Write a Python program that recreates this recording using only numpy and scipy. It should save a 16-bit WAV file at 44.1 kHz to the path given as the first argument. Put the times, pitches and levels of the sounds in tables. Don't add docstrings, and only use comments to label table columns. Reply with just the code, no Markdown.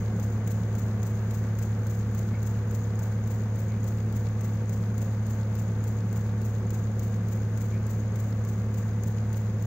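import sys
import numpy as np
from scipy.fft import rfft, irfft, next_fast_len
from scipy.io import wavfile
from scipy.ndimage import map_coordinates

SR = 44100
rng = np.random.default_rng(int(sys.argv[2]) if len(sys.argv) > 2 else 0)


def master_out(mix):
    frames = np.transpose(np.atleast_2d(mix))
    ceiling = np.clip(frames, -1, 1)
    pcm = np.round(ceiling * 32767).astype(np.int16)
    wavfile.write(sys.argv[1], SR, pcm)


N = 426006
TIME = np.arange(N) / SR
CRANK_HZ = 35.735
FIRST_TICK_S, FIRST_TURN_S, LONGER_PER_TURN_S = -0.07886, 0.27644, 0.0005405

# crank_multiple, level_db
ENGINE_ORDERS = [(1, -53), (2, -43.5), (3, -28), (4, -51.5), (6, -40.5), (13.5, -53), (18, -68.5),
                 (19, -62.5), (21, -65.5), (30, -65.5), (31, -71.5), (45, -69.5)]
# frequency_hz, level_db
ROAR_COLOUR = [(20, -81), (42, -77), (62, -67.5), (80, -59.5), (98, -61), (125, -73.5), (155, -71),
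               (175, -56.5), (215, -63.5), (250, -65.5), (310, -73), (380, -69), (430, -72.5), (540, -72),
               (700, -99.5), (1200, -120)]
# time_s, gain_db
ROAR_SWELL = [(0.6, 1.3), (1.3, 0), (2.7, .2), (5.6, -.6), (6.6, .9), (9.66, -.5)]
KNOCKS = [(.25, 0.85), (.4, 1), (0.528, 0.72), (.75, 0.94), (.84, 0.77)]
# frequency_hz, level_db
BLOCK_COLOUR = [(250, -100), (450, -79.5), (680, -77), (800, -80.5), (890, -79.5), (1000, -82.5),
                (1550, -81.5), (2000, -87.5), (2650, -99), (3400, -97), (5000, -103), (8000, -113),
                (16000, -116)]
# frequency_hz, left_right_correlation
ENGINE_IMAGE = [(100, 0.94), (270, 1), (450, 0.96), (740, 0.93), (1220, 0.62), (2010, 0.33), (3330, -0.51),
                (6000, -0.75)]
# pitch_hz, level_db
DRONE_TONES = [(49.5, -63), (117.5, -46), (134.2, -52.5), (165.6, -46.5), (178.2, -48.5), (199, -49.5),
               (379.5, -62.5), (742, -66.5), (883, -64.5), (999, -70), (1143, -68.5)]
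# time_s, level_db
TICK_LEVEL = [(0, -35), (1.5, -33), (3.4, -37), (9.66, -35.5)]
# turn_fraction, half_width_turns, level_db
HIGH_SPOTS = [(0.145, 0.031, -39.5), (.26, 0.058, -48), (.47, 0.11, -53.5), (.9, .02, -57)]
# frequency_hz, gain_db
RUB_COLOUR_LEFT = [(900, -29), (2000, -5.5), (3400, -12.5), (5600, -8), (6700, 4.5), (7400, -3),
                   (8400, -7.5), (9500, -22.5), (11100, -22), (12000, -9.5), (14000, -5), (15400, 1)]
# frequency_hz, gain_db
RUB_COLOUR_RIGHT = [(1500, -34.5), (3400, -16), (4500, -16), (6500, -24), (8200, -26), (11000, -23.5),
                    (12500, -22.5), (13500, -14.5), (15500, -28.5)]
# turn_fraction, gain_db
BURRS = [(.089, -1.5), (.232, 0), (.287, -4.5), (.303, -2.5), (.373, -2.5), (.403, -2.5), (.444, 1),
         (.467, 0), (.515, 0), (.574, -1.5), (.659, -7), (.731, -2.5), (.803, -6.5), (.873, 1),
         (.945, -1.5), (.968, 0)]
# frequency_hz, level_db
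SPINDLE_COLOUR = [(800, -110), (2100, -85.5), (3200, -96.5), (5800, -98.5), (6600, -88.5), (7400, -103),
                  (9500, -120)]
# turn_fraction, gain_db
JOLTS = [(.053, -2), (.29, -2), (.433, -6), (.468, -2.5), (.503, 0.5), (.575, 0), (.648, -5), (.693, -5),
         (.91, -4.5)]
# frequency_hz, gain_db
FITTINGS_COLOUR = [(1200, -27), (2200, 4.5), (3000, -4.5), (4200, 1), (5400, -0.5), (6500, -6.5),
                   (8500, -16.5), (10000, -38)]
# peak_s, pitch_hz, half_width_hz, level_db
SQUEAKS = [(2.353, 2190, 90, -54), (3.725, 2250, 220, -56), (7.748, 2280, 200, -55)]


def engine_hum(crank, waver_db):
    return np.sqrt(2) * sum(amp(db + waver_db * wobble(7)) * np.cos(2 * np.pi * order * crank)
                            for order, db in ENGINE_ORDERS)


def exhaust_roar(crank, throb):
    puffs = unit(1 + throb * np.sin(2 * np.pi * 3 * crank))
    roar = spread(coloured(puffs * rng.standard_normal((2, N)), ROAR_COLOUR))
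    return amp(np.interp(TIME, *np.transpose(ROAR_SWELL))) * roar


def block_clatter(crank, repeat_share, knock_depth, knock_s, fade_db_per_s):
    gain_db = 0.53 * wobble(18) - fade_db_per_s * (TIME - TIME.mean())
    cycle = crank / 2 % 1
    cycle_samples = round(2 * SR / CRANK_HZ)
    looped = np.array([map_coordinates(grain, [cycle * cycle_samples], mode="grid-wrap")
                       for grain in rng.standard_normal((2, cycle_samples))])
    looped = filtered(looped, lambda hz: 1 / np.sqrt(1 + (hz / 2500) ** 4))
    shake = np.sqrt(repeat_share) * looped + np.sqrt(1 - repeat_share) * rng.standard_normal((2, N))
    knocks = sum(strength * np.exp(-((cycle - at) % 1) * 2 / CRANK_HZ / knock_s)
                 for at, strength in KNOCKS)
    return amp(gain_db) * spread(coloured(shake * unit(1 + knock_depth * knocks), BLOCK_COLOUR))


def wavering_drone(waver_db, drift_cycles):
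    drone = np.zeros(N)
    for hz, db in DRONE_TONES:
        level = amp(db + waver_db * wobble(5))
        phase = hz * TIME + drift_cycles * wobble(3) + rng.random()
        drone += level * np.sin(2 * np.pi * phase)
    return np.sqrt(2) * drone


def disc_rub(tick_s, scatter_db, drag_db, grit_db, uneven_db, fade_db_per_s):
    turn, angle, period_s = disc_turns()
    tick_db = np.interp(TIME, *np.transpose(TICK_LEVEL)) + rng.normal(0, scatter_db, turn[-1] + 1)[turn]
    tick = amp(tick_db) * np.exp(-angle * period_s / tick_s)
    spot_power = sum(amp(db) ** 2 * np.exp(-((angle - at) / width) ** 2) for at, width, db in HIGH_SPOTS)
    texture_db = grit_db * wobble(600) + uneven_db * wobble(14)
    scrape = np.sqrt(amp(drag_db) ** 2 + spot_power) * amp(texture_db - fade_db_per_s * TIME)
    noise = rng.standard_normal((2, N))
    rasp = filtered(noise, lambda hz: amp([along(RUB_COLOUR_LEFT, hz), along(RUB_COLOUR_RIGHT, hz)]))
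    return np.hypot(tick, scrape) * rasp / np.std(rasp[0])


def burr_chinks(gain_db, ring_s):
    strikes = each_turn(BURRS, ring_s, scatter_db=1.8)
    return amp(gain_db) * strikes * ringing(centre_hz=6660, half_width_hz=180)


def spindle_hiss():
    return coloured(rng.standard_normal(N), SPINDLE_COLOUR)


def fittings_rattle(gain_db, ring_s):
    shiver = unit(each_turn(JOLTS, ring_s, scatter_db=3.0))
    metal = unit(filtered(rng.standard_normal((2, N)), lambda hz: amp(along(FITTINGS_COLOUR, hz))))
    return amp(gain_db) * shiver * metal * amp([[0], [-9]])


def squeaks(half_length_s):
    return sum(amp(db) * np.exp(-((TIME - peak_s) / half_length_s) ** 2) * ringing(hz, width)
               for peak_s, hz, width, db in SQUEAKS)


def disc_turns():
    periods_s = FIRST_TURN_S + LONGER_PER_TURN_S * np.arange(int(N / SR / FIRST_TURN_S) + 2)
    starts_s = FIRST_TICK_S + np.cumsum(periods_s) - periods_s
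    position = np.interp(TIME, starts_s, np.arange(len(starts_s)))
    turn = position.astype(int)
    return turn, position % 1, periods_s[turn]


def each_turn(hits, decay_s, scatter_db):
    turn, angle, period_s = disc_turns()
    envelope = np.zeros(N)
    for at, db in hits:
        strength = amp(db + rng.normal(0, scatter_db, turn[-1] + 1))[turn]
        envelope += strength * np.exp(-((angle - at) % 1) * period_s / decay_s)
    return envelope


def amp(db):
    return 10 ** (np.asarray(db) / 20)


def unit(x):
    return x / np.sqrt(np.mean(x ** 2) + 1e-20)


def along(points, hz):
    points_hz, values = np.transpose(points)
    return np.interp(np.log(hz + 1), np.log(points_hz + 1), values)


def wobble(rate_hz):
    return map_coordinates(rng.standard_normal(int(N * rate_hz / SR) + 4), [TIME * rate_hz])


def filtered(x, response):
    size = next_fast_len(N + SR // 2)
    return irfft(rfft(x, size) * response(np.fft.rfftfreq(size, 1 / SR)), size)[..., :N]


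def coloured(noise, colour):
    return filtered(noise, lambda hz: amp(along(colour, hz)) * np.sqrt(SR / 2))


def ringing(centre_hz, half_width_hz):
    noise = rng.standard_normal(N)
    return unit(filtered(noise, lambda hz: 1 / (1 + ((hz - centre_hz) / half_width_hz) ** 2)))


def spread(pair):
    def mid_side_gains(hz):
        width = np.arccos(np.clip(along(ENGINE_IMAGE, hz), -1, .998)) / 2
        return np.array([np.cos(width), np.sin(width)])
    mid, side = filtered(pair, mid_side_gains)
    return np.array([mid + side, mid - side])


def scene():
    crank = CRANK_HZ * TIME + 0.004 * wobble(2.5)
    roar = exhaust_roar(crank, throb=0.28)
    clatter = block_clatter(crank, repeat_share=.2, knock_depth=0.54, knock_s=0.0025, fade_db_per_s=.18)
    hum = engine_hum(crank, waver_db=0.06)
    drone = wavering_drone(waver_db=1.2, drift_cycles=0.16)
    engine = (hum + roar + clatter + drone) * amp([[-.1], [.1]])
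    rub = disc_rub(tick_s=0.0059, scatter_db=1.7, drag_db=-54,
                   grit_db=1.7, uneven_db=0.6, fade_db_per_s=0.2)
    sparkle = (burr_chinks(gain_db=-50.5, ring_s=0.0041) + spindle_hiss()) * amp([[0], [-24]])
    rattle = fittings_rattle(gain_db=-65.5, ring_s=0.0041)
    return engine + rub + sparkle + rattle + squeaks(half_length_s=0.027)


def record(dry):
    fade = np.clip(np.minimum(TIME, TIME[::-1]) / .003, 0, 1)
    return filtered(dry * fade, lambda hz: hz < 15750)


dry = scene()
out = record(dry)
master_out(out)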